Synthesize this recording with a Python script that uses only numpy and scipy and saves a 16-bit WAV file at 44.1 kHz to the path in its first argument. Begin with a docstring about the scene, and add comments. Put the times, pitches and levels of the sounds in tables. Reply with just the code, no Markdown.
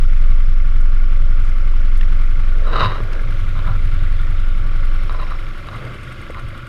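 """Outdoors at a small gold dredge. Its pump shakes the sluice box with a deep judder, and ticks and
knocks once a turn, while the engine drones and clatters. Water bubbles over the riffles, and a gloved
hand splashes in it a few times. A camera picks up the shaking through its body; its plastic housing
scrapes, rubs and knocks as it is shifted, and the box walls colour the sound at each position."""
import sys
import numpy as np
from scipy import signal
from scipy.fft import rfft, irfft, next_fast_len
from scipy.io import wavfile
from scipy.ndimage import map_coordinates

SR = 44100
rng = np.random.default_rng(int(sys.argv[2]) if len(sys.argv) > 2 else 0)


def put_to_file(sound):
    """Save the sound as 16-bit audio at rate SR, in the file named by the first command-line argument."""
    columns = np.atleast_2d(sound).T  # one column per channel
    safe = np.clip(columns, -1, 1)
    whole_steps = np.round(safe * 32767)
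    wavfile.write(sys.argv[1], SR, whole_steps.astype(np.int16))


N = 294588

PUMP_HZ, ENGINE_HZ = 11.014, 25.07  # pump turns and engine cycles a second
FIRST_TICK_S, MOVE_S = .039, .2  # the pump's first tick; the time a camera move takes


# how hard the box sways the camera: (time [s], level [dB])
SWAY_LEVEL = [(0, -7), (2.65, -9), (2.93, -20), (3.25, -12.5), (3.55, -14.5), (3.85, -11.5), (4.9, -11.5),
              (5.5, -21), (5.75, -35), (6.15, -35), (6.46, -27), (6.68, -41)]
# overtones of the shaking: (multiple of the pump rate, steady weight [dB], weight in a swell [dB])
JUDDER_OVERTONES = [(1, -20, -8), (3, -8, -1), (4, 1.5, 1), (5, -14, -10), (6, -5, -9), (7, -11.5, -7),
                    (8, -5.5, 0.5), (9, -13.5, -20.5), (10, -19, -14), (11, -13.5, -13), (12, -14.5, -21.5),
                    (13, -21, -21), (14, -24.5, -19), (16, -28.5, -32)]
# the judder builds and eases: (peak time [s], level [dB], rise [s], fall [s])
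JUDDER_SWELLS = [(3.42, -29.5, 0.17, 0.27), (3.98, -26, 0.99, 0.94)]
# tone of the frame's loose rumble: (frequency [Hz], gain [dB])
RUMBLE_EQ = [(20, -2.5), (45, -2), (85, 0), (122, 3.5), (150, -12.5), (200, -14.5), (300, -39), (600, -70)]
# surges of rumble as the camera is jolted: (peak time [s], level [dB], rise [s], fall [s])
RUMBLE_JOLTS = [(2.85, -16, 0.11, 0.12), (3.03, -18.5, 0.041, 0.04), (3.27, -27.5, 0.087, 1.1),
                (3.69, -22, 0.12, 0.21), (4.6, -33, 0.45, 1.55), (5.78, -26, 0.18, 0.2),
                (6.06, -29.5, 0.057, 0.054), (6.47, -30.5, 0.43, 0.46)]

def pump(stroke_lag_s=.0112, judder_db=-29.5, rumble_db=-41.5, surge_db=2):
    """Two strokes a turn sway and judder the box, and its frame rumbles with each stroke."""
    sway_db = curve(SWAY_LEVEL)
    angle = 2 * np.pi * (pump_turns(stroke_lag_s) + .003 * wobble(4))
    sway = unit(np.sin(2 * angle) * amp(.5 * wobble(PUMP_HZ)))  # no two strokes push equally hard
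    multiples, steady_db, swell_db = np.transpose(JUDDER_OVERTONES)
    overtones = np.array([harmonic(k, angle) for k in multiples])
    judder_gain = amp(judder_db + .81 * (sway_db - sway_db.mean()))  # rides on the sway
    judder = judder_gain * unit(amp(steady_db) @ overtones)
    judder += swells(JUDDER_SWELLS) * unit(amp(swell_db) @ overtones)
    rumble = coloured(rng.standard_normal(N) * amp(surge_db * np.cos(2 * angle)), RUMBLE_EQ)
    rumble *= np.hypot(amp(rumble_db), swells(RUMBLE_JOLTS))
    judder *= amp(1.07 * wobble(2 * PUMP_HZ))
    return amp(sway_db) * sway + judder + rumble


# metal rung by each firing: (moment in the cycle [0-1], pitch [Hz], relative level [dB], t60 [s])
CASING_RINGS = [(.08, 1155, -6, 0.057), (.45, 1203, -3.5, 0.07), (.06, 1320, -8, 0.11),
                (.22, 1393, -9.5, 0.078), (.22, 1430, -0.5, 0.12), (.06, 1505, -4.5, .07),
                (.06, 2085, -2, 0.059), (.45, 2393, -8, .05)]

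def casing_knock(cycles):
    """Each part of the engine casing is struck at its own moment of the cycle and rings."""
    out = np.zeros(N)
    for moment, hz, db, t60 in CASING_RINGS:
        turns = cycles - moment + 1
        since = turns % 1 / ENGINE_HZ
        envelope = each_turn(turns, spread_db=3.74) * amp(db - 60 * since / t60)
        out += envelope * np.sin(2 * np.pi * hz * since + .15 * wobble(25))
    return out


# two buzzes a cycle: (moment in the cycle [0-1], relative level [dB], t60 [s])
BUZZ_HITS = [(.24, 3, .11), (.49, -0.5, .04)]
# the metal box's narrow band of hiss: (frequency [Hz], gain [dB])
BUZZ_EQ = [(4000, -50.5), (5100, -16), (5470, -11.5), (5750, -21.5), (7000, -43.5)]
# fader for the buzz: (time [s], level [dB])
BUZZ_LEVEL = [(0, -63.5), (3, -66.5), (3.9, -75), (5.3, -59.5), (6, -81)]

def box_buzz(cycles):
    """The engine sets the metal box buzzing in a thin, pulsing hiss."""
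    pulses = sum(amp(db - 60 * ((cycles - moment) % 1) / ENGINE_HZ / t60)
                 for moment, db, t60 in BUZZ_HITS)
    return amp(curve(BUZZ_LEVEL)) * coloured(pulses * rng.standard_normal(N), BUZZ_EQ)


# fader for the engine as the camera turns: (time [s], level [dB])
ENGINE_FADER = [(0, -43.5), (2.5, -42), (3.3, -40.5), (4.2, -41), (6.68, -40.5)]
# the exhaust's drone: (multiple of the firing rate, level at the mean fader setting [dB])
EXHAUST_HARMONICS = [(5, -48), (6, -52.5), (7, -70.5), (9, -55), (11, -61), (13, -52.5), (14, -54.5),
                     (23, -59), (46, -60), (53, -58.5), (83, -62.5), (86, -60.5)]
# broad tone of the clatter: (frequency [Hz], gain [dB])
CLATTER_EQ = [(100, -6.5), (170, 1.5), (240, 0), (330, -4), (430, -10.5), (580, -10), (800, -10.5),
              (1000, -14), (1150, -3.5), (1450, -5), (1850, -19.5), (2400, -18), (3300, -16), (4500, -22.5),
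              (7000, -40)]
# metallic peaks in the clatter: (centre [Hz], width [Hz], gain [dB])
CLATTER_PEAKS = [(1152, 75, 5), (1315, 60, 2), (1430, 60, 4), (1664, 150, 8), (2070, 170, 11),
                 (2310, 110, 10.5), (2880, 310, 4.5)]
# valve gear and exhaust puff:
# (moment in the cycle [0-1], centre [Hz], width [Hz], relative level [dB], t60 [s])
GEAR_CLACKS = [(.06, 2130, 900, -13.5, .025), (0.442, 2150, 800, -21, .02), (0.678, 590, 170, -15, 0.021)]

def engine(beat_db=.5, throb_db=1.76, rattle_db=1):
    """Every firing knocks, clacks and repeats a partly blurred clatter over the exhaust's drone."""
    level_db = curve(ENGINE_FADER)
    cycles = ENGINE_HZ * clock() + .002 * wobble(4)
    angle = 2 * np.pi * cycles
    cycle_samples = round(SR / ENGINE_HZ)
    loop = map_coordinates(rng.standard_normal(cycle_samples), [cycles % 1 * cycle_samples],
                           mode="grid-wrap")
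    # the clatter swells with each engine cycle, each pump turn and twice a pump stroke
    pump_angle = 2 * np.pi * pump_turns()
    swell_db = beat_db * np.sin(angle) + throb_db * np.cos(pump_angle)
    swell_db += rattle_db * np.cos(4 * pump_angle)
    blows = amp(swell_db + .9 * wobble(12)) * (.55 * loop + rng.standard_normal(N))
    drone = sum(amp(db + .97 * wobble(2.88)) * harmonic(k, angle) for k, db in EXHAUST_HARMONICS)
    drone *= np.sqrt(2) * amp(level_db - level_db.mean())
    clatter = coloured(blows, CLATTER_EQ, CLATTER_PEAKS)
    clatter += casing_knock(cycles) + clacks(cycles, ENGINE_HZ, GEAR_CLACKS)
    return amp(level_db) * clatter + drone + box_buzz(cycles)


def valve(gain_db, after_tick_s, pitch_hz=545, rise_s=.02, t60_s=.061):
    """A pump valve closes once a turn with a short hollow ring."""
    turns = pump_turns(after_tick_s) + 1
    since = turns % 1 / PUMP_HZ
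    ring = np.sin(2 * np.pi * pitch_hz * since + .95 * wobble(60))
    envelope = (1 - np.exp(-since / rise_s)) ** 2 * amp(gain_db - 60 * since / t60_s)
    return each_turn(turns, spread_db=2.1) * envelope * ring


# loose joints: (moment in the turn [0-1], centre [Hz], width [Hz], level [dB], t60 [s])
LINKAGE_CLACKS = [(.01, 1500, 1400, -56.5, .03), (0.699, 1075, 320, -58.5, .03)]

def linkage():
    """The pump's linkage chatters faintly twice a turn."""
    return clacks(pump_turns(), PUMP_HZ, LINKAGE_CLACKS)


# broad tone of the tick: (frequency [Hz], gain [dB])
TICK_EQ = [(2000, -1), (4000, -14), (6000, -9.5), (7500, -8), (8300, -9), (9800, -5.5), (10400, -12),
           (11400, -4), (12400, -12), (15000, -27.5)]
# its ring before the camera swings round: (centre [Hz], width [Hz], gain [dB])
TICK_PEAKS_HIGH = [(9150, 210, 9), (9950, 240, 9.5), (13100, 380, 13)]
# its ring afterwards: (centre [Hz], width [Hz], gain [dB])
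TICK_PEAKS_LOW = [(6300, 350, 7), (8400, 480, 15.5), (9350, 300, 3), (9950, 200, 7)]
# fader for the ticks: (time [s], gain [dB])
TICK_FADER = [(0, -58), (2.3, -52.5), (3.2, -49.5), (4.3, -49), (5, -46.5), (5.5, -52), (5.85, -47),
              (6.68, -47)]

def ticks(swing_s=5.7, tail_db=-21, tail_t60_s=.25):
    """One fine, pitched tick with a faint sheen each pump turn; it rings lower after the swing."""
    turns = pump_turns()
    since = turns % 1 / PUMP_HZ
    decay = np.exp(-since / .0042) + amp(tail_db - 60 * since / tail_t60_s)
    envelope = each_turn(turns, spread_db=1) * (1 - np.exp(-since / .0014)) * decay
    noise = rng.standard_normal(N)
    high, low = coloured(noise, TICK_EQ, TICK_PEAKS_HIGH), coloured(noise, TICK_EQ, TICK_PEAKS_LOW)
    swung = fade_in(swing_s, MOVE_S)
    return amp(curve(TICK_FADER)) * envelope * ((1 - swung) * high + swung * low)


# broad tone of the plastic housing: (frequency [Hz], gain [dB])
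SHELL_EQ = [(100, -3), (350, -17), (600, -3.5), (750, -11), (1050, -7), (1350, -3), (1550, -9.5),
            (2300, -22.5), (4500, -24.5), (5000, -26.5), (5300, -33.5), (7500, -45.5), (14000, -53.5)]
# its fixed peaks and one dip: (centre [Hz], width [Hz], gain [dB])
SHELL_PEAKS = [(778, 52, 5.5), (1022, 73, 9.5), (1940, 290, 7.5), (2830, 640, 12.5), (3390, 154, -14)]

def shell_ring(body_hz, body_db, squeak_hz, treble_db, shelf_hz=2200, size=2048):
    """The housing's ring after one tap, at peak 1; body and squeak resonances move with the grip."""
    hz = np.fft.rfftfreq(size, 1 / SR)
    peaks = list(SHELL_PEAKS) + [(body_hz, 230, body_db), (squeak_hz, 400, 18.5)]
    shelf = hz ** 4 / (hz ** 4 + shelf_hz ** 4)  # the treble needs firm contact
    cepstrum = irfft(np.log(amp(eq_db(hz, SHELL_EQ, peaks) + treble_db * shelf)))
    # minimum phase puts the attack at the front
    cepstrum[1:size // 2] *= 2
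    cepstrum[size // 2 + 1:] = 0
    ring = irfft(np.exp(rfft(cepstrum)))
    return ring / np.abs(ring).max()


# when the housing is in contact: (start [s], end [s])
SCRAPE_GATES = [(2.645, 2.995), (3.54, 3.76), (5.09, 5.7), (5.66, 5.8), (6.32, 6.65)]
# hard scrapes: (peak time [s], level [dB], rise [s], fall [s], body [Hz], squeak [Hz], treble [dB])
SCRAPE_STROKES = [(2.69, -34, 0.11, 0.11, 1400, 3880, -13), (2.765, -22, 0.1, 0.14, 1230, 3856, 0),
                  (2.796, -22, .014, 0.024, 1200, 3860, 6.5), (2.812, -18, 0.0091, 0.05, 1200, 3840, -5),
                  (2.841, -18, 0.054, 0.068, 1090, 3820, 4), (2.91, -27, 0.11, 0.18, 1150, 3880, -1.5),
                  (3.57, -40.5, 0.11, 0.091, 1110, 3920, -10), (3.685, -30.5, 0.086, 0.11, 1360, 4000, -19),
                  (5.145, -33.5, 0.12, 0.062, 1170, 3850, -10), (5.2, -32, .025, 0.045, 1160, 3880, -6),
                  (5.232, -31.5, 0.037, 0.04, 1090, 3880, -5),
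                  (5.315, -32.5, 0.072, 0.095, 1190, 3900, -11), (5.745, -35, 0.08, 0.09, 1130, 3840, -8),
                  (6.385, -35.5, 0.082, 0.038, 1170, 3880, -8)]

def scrapes(touch_s=.025):
    """The housing sticks and slips, and each tiny catch rings the shell."""
    out = np.zeros(N)
    slips = unit(grit(per_s=2500) * amp(1.9 * wobble(110)))
    touching = sum(gate(start, end, touch_s) for start, end in SCRAPE_GATES)
    for s, db, rise, fall, body_hz, squeak_hz, treble_db in SCRAPE_STROKES:
        ring = shell_ring(body_hz, body_db=8.5, squeak_hz=squeak_hz, treble_db=treble_db)
        catches = touching * swells([(s, db, rise, fall)]) * np.roll(slips, rng.integers(N))
        out += signal.oaconvolve(catches, ring / np.linalg.norm(ring))[:N]
    return out


# sharp taps on the housing, and a click of gravel at 5.69 s played through the same ring: (time [s], level
# [dB], treble [dB])
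KNOCK_HITS = [(2.742, -21, 6), (2.776, -11.5, -5), (2.8074, -1.5, 0), (2.847, -8, -3), (3.004, -18, -12),
              (3.592, -18.5, 0), (3.678, -20, -8), (5.0959, -15.5, -3), (5.148, -22, -6), (5.229, -21, -7),
              (5.6872, -17.5, 2), (6.391, -25, -4)]

def knocks():
    """Single taps let the plastic shell ring freely."""
    out = np.zeros(N)
    for s, db, treble_db in KNOCK_HITS:
        ring = shell_ring(body_hz=1190, body_db=9, squeak_hz=3820, treble_db=treble_db)
        out[round(s * SR):][:len(ring)] += amp(db) * ring
    return out


# dull bumps on the housing: (time [s], level [dB], pitch [Hz], t60 [s])
THUD_HITS = [(3.004, -17.5, 415, 0.018), (6.181, -22, 94, 0.077), (6.300, -18.5, 510, 0.022)]

def thuds(attack_s=.00025):
    """Each bump rings one low, quickly damped tone."""
    out = np.zeros(N)
    for s, db, hz, t60 in THUD_HITS:
        t = np.maximum(clock() - s, 0)
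        out += amp(db - 60 * t / t60) * (1 - np.exp(-t / attack_s)) * np.sin(2 * np.pi * hz * t)
    return out


# soft rubs on the housing: (peak time [s], level [dB], rise [s], fall [s])
RUB_STROKES = [(2.75, -27.5, 0.22, 0.38), (3.16, -36.5, 0.23, 0.18), (3.69, -45.5, 0.23, 0.22),
               (5.22, -43, 0.4, 0.1), (5.85, -36.5, 0.25, 0.31)]
# their muffled tone: (frequency [Hz], gain [dB])
RUB_EQ = [(60, -28), (120, 6.5), (260, -2), (400, 6.5), (600, 5.5), (800, -10), (1600, 0.5), (3000, -52),
          (8000, -64.5)]

def rubs():
    """Light friction on the shell makes swells of dull grit."""
    return swells(RUB_STROKES) * coloured(grit(per_s=2000), RUB_EQ)


# splashes and drips: (time [s], peak level [dB], length [s], drop pitch [Hz])
SPLASH_HITS = [(0.806, -43, .012, 7800), (1.396, -49, .075, 6000), (1.447, -44, .055, 6600),
               (1.85, -39, .03, 3200), (1.955, -40, .03, 3800), (1.973, -40.5, .008, 9600),
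               (2.007, -49, .005, 7400), (3.132, -27.5, .005, 1800), (3.132, -35, .005, 4500),
               (6.3455, -30, .005, 2600)]

def splashes():
    """A gloved hand throws clusters of drops, thickest at the start; longer splashes hold more. The short burst
    at 6.35 s is a click of gravel, not the hand."""
    out = np.zeros(N)
    for s, db, length, hz in SPLASH_HITS:
        count = 8 + int(length * 1000)
        starts = s + length * rng.random(count) ** 1.6
        pitches = np.clip(hz * np.exp(.22 * rng.standard_normal(count)), 500, 13000)
        drops = bubbles(starts, pitches, rng.uniform(.21, 1, count), cycles=7)
        out += amp(db) * drops / np.abs(drops).max()
    return out


# single bubbles: (time [s], level [dB], starting pitch [Hz])
PLOP_HITS = [(1.818, -35, 1850), (1.830, -33, 1600), (2.0114, -25, 1720), (2.0114, -26.5, 2600),
             (2.0118, -30, 3300), (2.0305, -28.5, 1850), (2.0308, -31, 2350), (3.194, -28, 1550),
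             (4.0653, -29, 1900), (6.2663, -30, 1500), (6.3461, -26.5, 2000)]

def plops():
    """Single larger bubbles ring out clearly."""
    s, db, hz = np.transpose(PLOP_HITS)
    return bubbles(s, hz, amp(db), cycles=16)


# tone of the running water: (frequency [Hz], gain [dB])
STREAM_EQ = [(150, -22.5), (400, 7.5), (900, -12.5), (2000, -2), (2900, -5.5), (3500, -4.5), (4300, -10),
             (6000, -11.5), (8000, -18.5), (11600, -18.5), (15000, -36.5)]
# fader for the water: (time [s], level [dB])
STREAM_FADER = [(0, -46.5), (.8, -50.5), (2.5, -46.5), (3.9, -45), (4.8, -47), (6, -44), (6.68, -48.5)]

def stream(count=6000, low_hz=1000, high_hz=6000):
    """Water runs over the riffles: a fizz of small bubbles on a smooth rush."""
    gains = amp(2.5 * rng.standard_normal(count))
    pitches = low_hz * (high_hz / low_hz) ** rng.beta(2, 2, count)
    fizz = bubbles(rng.uniform(0, N / SR, count), pitches, gains, cycles=23)
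    level_db = curve(STREAM_FADER) + .72 * wobble(12)
    return amp(level_db) * coloured(unit(fizz) + rng.standard_normal(N), STREAM_EQ)


# bands lifted or hollowed: (start [s], end [s], centre [Hz], width [Hz], gain [dB])
WALL_BANDS = [(0, 2.4, 3800, 500, -2.5), (3.4, 4.6, 3550, 500, 2), (3.4, 5.2, 4950, 300, 0),
              (3.6, 10, 5870, 400, -8), (5.8, 7.6, 4160, 450, -4), (5.8, 5.93, 2090, 180, 5.5),
              (5.8, 5.5, 1170, 150, 0), (5.9, 8, 790, 221, -6)]

def wall_colour(x):
    """Reflections from the box walls colour the sound differently at each camera position."""
    out = x.copy()
    for start, end, centre_hz, width_hz, db in WALL_BANDS:
        band = filtered(x, lambda hz: np.exp(-(2 * (hz - centre_hz) / width_hz) ** 2))
        out += (amp(db) - 1) * gate(start, end, MOVE_S) * band
    return out


def clacks(turns, rate_hz, rows):
    """Once a turn each loose part chatters briefly into its own resonance."""
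    out = np.zeros(N)
    for moment, hz, width_hz, db, t60 in rows:
        since = (turns - moment) % 1 / rate_hz
        envelope = each_turn(turns - moment + 1, spread_db=1.5) * amp(-60 * since / t60)
        burst = envelope * rng.standard_normal(N)
        b, a = signal.iirpeak(hz, hz / width_hz, fs=SR)
        out += amp(db) * unit(signal.lfilter(b, a, signal.lfilter(b, a, burst)))
    return out


def bubbles(starts, hz, gains, cycles):
    """Each bubble rings with rising pitch, dying by 27 dB over about that many cycles."""
    t = np.arange(SR // 50) / SR
    age = t * hz[:, None] / cycles
    rings = gains[:, None] * np.exp(-np.pi * age) * np.sin(2 * np.pi * cycles * age * (1 + age / 10))
    samples = np.round(starts * SR).astype(int)[:, None] + np.arange(len(t))
    return np.bincount(samples.ravel(), rings.ravel(), N)[:N]


def grit(per_s):
    """Random tiny catches of either sign, at rms 1."""
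    return unit((rng.random(N) < per_s / SR) * rng.uniform(-1, 1, N))


def harmonic(k, angle):
    """A sine at k times a shaft's rate, with random phase."""
    return np.sin(round(k) * angle + rng.uniform(0, 2 * np.pi))


def pump_turns(lag_s=0):
    """Pump turns, counted from lag_s after the first tick."""
    return (clock() - FIRST_TICK_S - lag_s) * PUMP_HZ


def each_turn(turns, spread_db):
    """A new random gain for every turn of a shaft."""
    return amp(spread_db * rng.standard_normal(int(turns[-1]) + 3))[np.floor(turns).astype(int)]


def swells(rows):
    """Summed envelopes, each 20 dB up over its rise and 20 dB down over its fall."""
    t = clock()
    return sum(amp(db - 20 * np.maximum((s - t) / rise, (t - s) / fall)) for s, db, rise, fall in rows)


def fade_in(s, length):
    """0 to 1 over length seconds around time s."""
    return np.clip((clock() - s) / length + .5, 0, 1)


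def gate(start, end, fade_s):
    """Fades open at start and shut at end."""
    return fade_in(start, fade_s) - fade_in(end, fade_s)


def curve(rows):
    """A fader move through (time, value) points."""
    return np.interp(clock(), *np.transpose(rows))


def wobble(rate):
    """A smooth random curve, rate knots a second."""
    t = clock()[::16]
    knots = rng.standard_normal(int(N * rate / SR) + 4)
    return np.interp(clock(), t, map_coordinates(knots, [t * rate]))


def peaks_db(hz, peaks):
    """The summed gain of bell-shaped peaks and dips."""
    return sum(db / (1 + (2 * (hz - centre) / width) ** 2) for centre, width, db in peaks)


def eq_db(hz, points, peaks):
    """A broad EQ curve with resonances on it."""
    point_hz, db = np.transpose(points)
    return np.interp(np.log(hz + 1), np.log(point_hz), db) + peaks_db(hz, peaks)


def coloured(x, points, peaks=()):
    """x through that EQ, at rms 1."""
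    return unit(filtered(x, lambda hz: amp(eq_db(hz, points, peaks))))


def filtered(x, response):
    """x through a frequency response."""
    size = next_fast_len(N + SR // 2)
    return irfft(rfft(x, size) * response(np.fft.rfftfreq(size, 1 / SR)), size)[:N]


def amp(db):
    """Decibels to gain."""
    return 10 ** (np.asarray(db) / 20)


def unit(x):
    """Scale to rms 1."""
    return x / np.sqrt(np.mean(x ** 2) + 1e-20)


def clock():
    """The time of every sample."""
    return np.arange(N) / SR


def scene():
    """Machinery and water arrive through the air; shaking and handling come through the shell."""
    valves = valve(gain_db=-20, after_tick_s=.031) + valve(gain_db=-28, after_tick_s=.066)
    bed = valves + linkage() + engine() + stream()
    through_air = wall_colour(bed) + ticks() + splashes() + plops()
    through_shell = pump() + rubs() + scrapes() + knocks() + thuds()
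    return (through_air + through_shell)[None]


# the microphone port's peak and dip: (centre [Hz], width [Hz], gain [dB])
PORT_PEAKS = [(9350, 490, 4.5), (10300, 540, -2)]
TOP_HZ = 15300

def record(dry):
    """The microphone port colours the treble, and everything above TOP_HZ is cut."""
    return filtered(dry[0], lambda hz: amp(peaks_db(hz, PORT_PEAKS)) * (hz < TOP_HZ))[None]


dry = scene()
out = record(dry)
put_to_file(out)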